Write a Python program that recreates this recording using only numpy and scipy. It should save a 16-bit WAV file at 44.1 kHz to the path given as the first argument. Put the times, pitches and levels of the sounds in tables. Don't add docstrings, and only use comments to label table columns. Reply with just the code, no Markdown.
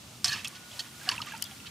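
import sys
import numpy as np
from scipy import signal
from scipy.fft import rfft, irfft
from scipy.io import wavfile

SR = 44100
rng = np.random.default_rng(int(sys.argv[2]) if len(sys.argv) > 2 else 0)


def transcribe(u):
    v = np.clip(np.atleast_2d(u).T, -1, 1)
    q = np.round(v * 32767).astype(np.int16)
    wavfile.write(sys.argv[1], SR, q)


def magnitude_from_level(level_db):
    exponent = np.asarray(level_db, float) / 20
    return 10 ** exponent


N = 74970
HIT_N = 6000
KNOCK_FADE_DB, SCRAPE_FADE_DB = 16.5, 7
POT_PAN_DB, WATER_PAN_DB = -3.1, -2


def in_time(rows):
    times, *columns = np.transpose(rows)
    return [np.interp(np.arange(N) / SR, times, column) for column in columns]


def at_hz(points, hz):
    point_hz, point_db = np.array(points).T
    return np.interp(np.log(hz), np.log(point_hz), point_db, left=-90, right=-90)


def rms_one(x):
    return x / np.sqrt(np.mean(x ** 2))


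def drift(rate):
    return np.interp(np.arange(N) / SR * rate, np.arange(100), rng.standard_normal(100))


def pan(x, db):
    return x * magnitude_from_level(np.array([[db / 2], [-db / 2]]))


def ring(clicks, hz, t60):
    radius = magnitude_from_level(-60 / (t60 * SR))
    angle = 2 * np.pi * hz / SR
    poles = [1, -2 * radius * np.cos(angle), radius * radius]
    return signal.lfilter([0, np.sin(angle)], poles, clicks + 1e-18)


def contacts(body, db, length, centre_hz, width, fade_db):
    contacts_per_s, contact_spread_db = 2800, 2.5
    crack_db, spit_db, skirt_db = -9, -14, -19
    t = np.arange(HIT_N) / SR
    chance = rng.random(HIT_N)
    size = rng.exponential(1, HIT_N)
    luck = rng.standard_normal((15, HIT_N))

    hit = (chance < contacts_per_s / SR) | (t == 0)
    size = np.where(t == 0, 3, np.minimum(size, 3))
    gate = np.clip((length - t) * SR / 40, 0, 1)
    clicks = hit * gate * magnitude_from_level(contact_spread_db * size - fade_db * t / length)

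    modes = 0
    for k, (hz, level, t60) in enumerate(body):
        strikes = clicks * np.sign(luck[k]) * magnitude_from_level(4.1 * luck[k, ::-1])
        octaves = np.log2(hz / centre_hz)
        weight = magnitude_from_level(skirt_db) + magnitude_from_level(level - 11.4 * (octaves / width) ** 2)
        modes = modes + rms_one(ring(strikes, hz, min(t60, .04))) * weight

    spit = signal.lfilter([1], [1, -.96], clicks) * luck[-1]
    edge = 2 ** np.clip(width, .1, 1.2)
    crack_band = [centre_hz / edge, min(centre_hz * edge, SR * .45)]
    crack = signal.sosfilt(signal.butter(2, crack_band, "band", fs=SR, output="sos"), spit)
    dull_spit = signal.lfilter([1, 1], [1, -.7], spit)
    run = rms_one(modes) + magnitude_from_level(crack_db) * rms_one(crack) + magnitude_from_level(spit_db) * rms_one(dull_spit)
    return magnitude_from_level(db - 8) * run / run[:int(length * SR) + 90].std()


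def rattles():
    # pitch in Hz, level in dB, t60 in seconds.
    wall = [(1160, 8, 0.042), (1740, 8, 0.016), (2640, 4, 0.017), (3070, 5.5, 0.035), (3320, 0.5, 0.04),
            (3810, 1, 0.039), (4318, 2, 0.024), (4460, 1, 0.04), (5143, 5, 0.017), (5600, -4, 0.036),
            (6050, 0.5, 0.026), (6570, 0.5, 0.027), (7390, 1, 0.025), (8660, 2.5, 0.012)]
    # start in seconds, level in dB, length in seconds, centre in Hz, width in octaves.
    knocks = [(.2443, -14, 0.009, 5010, 0.22), (.2444, -22.5, 0.0075, 7800, 0.57),
              (.2535, -26, 0.0035, 5500, 0.46), (.2575, -21, 0.0053, 5100, 0.56),
              (.280, -23, 0.0076, 4850, 0.68), (.294, -26, 0.0042, 4370, 0.15),
              (.328, -26, 0.0076, 4900, 0.55), (.4452, -34, 0.015, 6300, 1.1),
              (.4727, -42, 0.0024, 5530, 0.2), (.4748, -32, 0.0032, 5500, 1.3),
              (1.0892, -35.5, 0.0083, 9800, 0.34), (1.0893, -23.5, 0.01, 4100, 1.6),
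              (1.098, -42, 0.0053, 4800, 0.86), (1.114, -38, 0.0069, 8000, 1.2),
              (1.2165, -31, 0.0029, 4650, 0.4), (1.602, -39.5, 0.0027, 2470, 0.17)]
    # start in seconds, level in dB, length in
    # seconds, centre in Hz, width in octaves.
    scrapes = [(.250, -27, 0.065, 3660, 1.5), (.293, -34.5, 0.032, 1740, 0.083),
               (.310, -35, 0.035, 2640, 0.08), (.320, -42, 0.052, 1110, 0.3),
               (.315, -28.5, 0.036, 4500, 0.52), (.284, -26.5, 0.015, 4420, 0.12),
               (.357, -36.5, 0.064, 2970, 1.17), (.4465, -30, 0.0073, 2640, 0.092),
               (.447, -30, 0.013, 3320, 0.063), (.464, -34.5, 0.0062, 2700, 0.091),
               (.550, -40, 0.023, 3420, 0.95), (.712, -42.5, 0.031, 3170, 0.37),
               (.7925, -28, .018, 4450, 0.91), (1.116, -32, 0.0085, 2800, 0.9),
               (1.153, -47, 0.0082, 4000, 0.59), (1.2185, -32.5, 0.0085, 3300, 0.72),
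               (1.265, -41, 0.018, 2460, 1.4), (1.31, -45, 0.062, 2680, 0.28),
               (1.419, -34, 0.013, 3120, 0.15), (1.448, -40.5, 0.021, 3460, 0.081),
               (1.512, -39.5, 0.007, 3200, 0.071), (1.657, -41, 0.0091, 3100, .5),
               (1.665, -35.5, 0.016, 3200, 0.69)]
    out = np.zeros(N + HIT_N)
    for rows, fade_db in (knocks, KNOCK_FADE_DB), (scrapes, SCRAPE_FADE_DB):
        for start, *row in rows:
            i = int(start * SR)
            out[i:i + HIT_N] += contacts(wall, *row, fade_db)
    return signal.sosfilt(signal.butter(4, 930, "high", fs=SR, output="sos"), out[:N])


def drips():
    # start in seconds, pitch
    # in Hz, level in dB, t60 in seconds.
    bubbles = [(.249, 716, -45, 0.41), (0.526, 1133, -50.5, 0.092), (1.013, 1605, -43.5, 0.068),
               (1.062, 2070, -34, 0.014), (1.071, 1700, -34.5, 0.03), (1.074, 734, -34.5, 0.071),
               (1.081, 1650, -24.5, 0.015), (1.09, 1123, -27, 0.05), (1.099, 1620, -20, 0.016),
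               (1.117, 970, -31.5, 0.042), (1.132, 1014, -34.5, 0.05), (1.180, 2630, -23.5, 0.022),
               (1.187, 934, -37, 0.078), (1.203, 1234, -27.5, 0.04), (1.224, 963, -28.5, 0.013),
               (1.271, 1187, -41.5, 0.12), (1.320, 1628, -35.5, 0.076), (1.336, 895, -35.5, 0.12),
               (1.351, 1420, -32.5, 0.018), (1.515, 770, -45, 0.086), (0.319, 1716, -27, .04),
               (0.326, 1740, -27.5, 0.054), (0.336, 1660, -26.5, 0.048), (0.334, 2800, -27, 0.028),
               (.343, 2600, -29, 0.027), (.343, 1120, -37.5, .05), (.352, 2620, -31, 0.018),
               (.362, 3100, -37, 0.025), (.393, 2640, -34, 0.033), (.404, 2700, -33, 0.011),
               (1.270, 2650, -37, .02), (1.320, 2920, -42, 0.026), (1.341, 2600, -42, .03),
               (1.349, 2600, -36.5, 0.038), (1.366, 5600, -40, .015), (1.377, 7000, -44, 0.013),
               (1.4235, 2080, -38.5, 0.034), (1.4235, 2880, -28.5, 0.021), (1.452, 3440, -36, .025),
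               (1.495, 1680, -53, 0.048)]
    # start in seconds, pitch in Hz, level in dB,
    # t60 in seconds.
    pops = [(.4455, 6570, -32, .012), (0.453, 6700, -36, .012), (.4525, 5130, -36, .015),
            (0.4557, 2640, -28, 0.027), (0.457, 3400, -29, 0.011), (0.4731, 5480, -31, .012),
            (0.474, 4330, -30.5, 0.0079), (.481, 6890, -33, .008), (.481, 9920, -29.5, 0.0089),
            (.481, 11600, -35, 0.0088), (0.7923, 4170, -28.5, 0.052), (.802, 4440, -31.5, .04),
            (.801, 3250, -32.5, 0.041), (0.793, 1500, -45, 0.065), (.795, 1850, -42, 0.064),
            (1.0897, 4414, -17, 0.03), (1.0894, 5020, -18, 0.019), (1.0896, 2880, -17, 0.027),
            (1.099, 5500, -24, .008), (1.110, 10600, -34, .006), (1.1145, 4860, -20, 0.0064),
            (1.1178, 2640, -21.5, 0.012), (1.1195, 4400, -31, 0.021), (1.124, 2580, -32, .03),
            (1.2171, 5080, -30.5, 0.017), (1.2182, 4180, -26, 0.011), (1.2191, 2890, -24, 0.019)]
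    rise_per_t60, swell_cycles, burst_s, wobble = 0.081, 0.75, .04, .3
    out = np.zeros(N + 12000)
    t = np.arange(4000) / SR
    burst = np.clip((burst_s - t) * 200, 0, 1)
    for start, hz, db, t60 in bubbles + pops:
        phase = 2 * np.pi * hz * (t + rise_per_t60 * t * t / t60 / 2)
        turns = t * hz / 8
        wander = np.interp(turns, np.arange(200), rng.standard_normal(200))
        uneven = 1 + wobble * wander * np.minimum(turns, 1)
        swell = 1 - np.exp(-t * hz / swell_cycles)
        i = int(start * SR)
        out[i:i + 4000] += magnitude_from_level(db - 60 * t / t60) * swell * burst * uneven * np.sin(phase)
    return out[:N]


def ticks():
    # pitch in Hz, level in dB, t60 in seconds.
    bangle = [(4750, 4, 0.025), (5460, 1.5, 0.0065), (6800, -6, 0.006), (7400, -14, 0.0044),
              (8300, -16, 0.0065), (9030, 2, 0.006), (10200, -11, 0.0051), (12300, -22, .01),
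              (13400, 3, 0.0081)]
    tick_starts = [.4815, 1.033, 1.378, 1.4237, 1.4405, 1.163, 1.262, 1.321]
    # level in dB, left over right in dB, centre in Hz, width in octaves.
    tick_rows = [
        (-41, 9, 9600, 0.2),
        (-44, -6, 10700, 0.26),
        (-41, -4, 11000, 0.12),
        (-21.5, 10.5, 7500, 1.4),
        (-35.5, 18, 6600, 1.5),
        (-41, 1, 10000, .4),
        (-44, 2.5, 11000, .6),
        (-45, 2.5, 11000, .8),
    ]
    out = np.zeros((2, N + HIT_N))
    for start, (db, pan_db, centre_hz, width) in zip(tick_starts, tick_rows):
        i = int(start * SR)
        tick = contacts(bangle, db, .004, centre_hz, width, KNOCK_FADE_DB)
        out[:, i:i + HIT_N] += pan(tick, pan_db)
    return signal.sosfilt(signal.butter(4, 4200, "high", fs=SR, output="sos"), out[:, :N])


def slosh():
    # time in seconds, level in dB.
    slosh_level = [(0, -60.5), (.245, -58.5), (.265, -56), (.36, -43.5), (.43, -49.5), (.6, -56),
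                   (.75, -57.5), (.83, -50.5), (.98, -58.5), (1.07, -47), (1.12, -38.5), (1.2, -46.5),
                   (1.36, -47), (1.4, -52.5), (1.47, -54), (1.56, -53.5), (1.7, -56)]
    fizz_per_s, fizz_cycles, low_hz, high_hz, spread_db = 4000, 30, 800, 9000, 2.5
    sizes = magnitude_from_level(spread_db * np.minimum(rng.exponential(1, N), 4)) * rng.choice([-1, 1], N)
    born = rng.random(N) < fizz_per_s * magnitude_from_level(4 * drift(30)) / SR
    dealt = rng.integers(0, 40, N)
    tune = rng.random(40)
    side = rng.standard_normal(40)
    pitches = low_hz * (high_hz / low_hz) ** ((np.arange(40) + tune) / 40)
    rings = 0
    for k, hz in enumerate(pitches):
        octaves = np.log2(hz / 3200)
        weight = magnitude_from_level(-3 * octaves ** 2 + 1.53 * octaves)
        bubbles = ring(sizes * born * (dealt == k), hz, fizz_cycles / hz)
        rings = rings + pan(bubbles * weight, POT_PAN_DB + 3 * side[k])
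    return magnitude_from_level(in_time(slosh_level)[0]) * rms_one(rings)


def bed(spectrum, patchy_db):
    # frequency in Hz, likeness from 0 to 1.
    likeness = [(60, 0.98), (125, 1), (250, 0.91), (600, 0.46), (2000, 0.18), (6000, 0.61), (14000, 0.68)]
    hz = np.clip(np.arange(N // 2 + 1) * SR / N, 1, None)
    like_hz, like = np.array(likeness).T
    alike = np.clip(np.interp(np.log(hz), np.log(like_hz), like), 0, 1)
    colour = magnitude_from_level(at_hz(spectrum, hz))
    mid, side = (rfft(rng.standard_normal(N) * magnitude_from_level(patchy_db * drift(7.72))) * colour for _ in range(2))
    return rms_one(irfft(np.sqrt(1 + alike) * mid + np.sqrt(1 - alike) * side * [[1], [-1]], N))


def spray():
    # time in seconds, level in dB.
    spray_level = [
        (0, -73),
        (.245, -58),
        (.28, -45),
        (.5, -59),
        (.7, -54),
        (.9, -52.5),
        (1.1, -51),
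        (1.3, -55.5),
        (1.46, -51.5),
        (1.7, -56.5),
    ]
    # frequency in Hz, level in dB per Hz.
    spray_colour = [(2500, 0.5), (6000, -2.5), (10000, -2.5), (16000, -10.5)]
    return magnitude_from_level(in_time(spray_level)[0]) * bed(spray_colour, patchy_db=2.0)


def cock():
    # time in seconds, pitch in Hz, level in dB.
    crow = [
        (.53, 1470, -79),
        (.56, 1465, -47),
        (.60, 1465, -57),
        (.64, 1451, -50.5),
        (.77, 1463, -56),
        (.88, 1442, -61),
        (.98, 1433, -51),
        (1.01, 1400, -57),
    ]
    hz, db = in_time(crow)
    flutter_db = 1.9 * drift(38.5)
    waver = 1 + 0.0038 * drift(51.2)
    return magnitude_from_level(db - 4 + flutter_db) * np.sin(2 * np.pi * np.cumsum(hz * waver) / SR)


def yard_air():
    # frequency in Hz, level in dB per Hz.
    air_colour = [(290, -15.5), (500, -10.5), (613, -5), (1340, -8.5), (1600, -11.5), (2010, -12),
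                  (2650, -8.5), (6610, -9.5), (16000, -23)]
    return magnitude_from_level(-52) * bed(air_colour, patchy_db=-2.2)


def yard_hum():
    # frequency in Hz, level in dB per Hz.
    hum_colour = [(25, -48), (60, -10.5), (95, -1.5), (125, 1), (160, -5.5), (210, -2.5), (320, -11),
                  (550, -22)]
    return magnitude_from_level(-52.5) * bed(hum_colour, patchy_db=1.96)


def scene():
    pot = pan(rattles(), POT_PAN_DB) + pan(drips(), WATER_PAN_DB)
    hands = ticks() + slosh() + spray()
    return pot + hands + cock() + yard_air() + yard_hum()


def low_pass(x):
    return signal.sosfilt(signal.butter(12, 16820, fs=SR, output="sos"), x)


def record(dry):
    top_cut = signal.sosfilt(signal.cheby2(10, 32, 15900, fs=SR, output="sos"), dry)
    mix = signal.sosfilt(signal.butter(2, 45, "high", fs=SR, output="sos"), top_cut)
    return low_pass(mix)


dry = scene()
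out = record(dry)
transcribe(out)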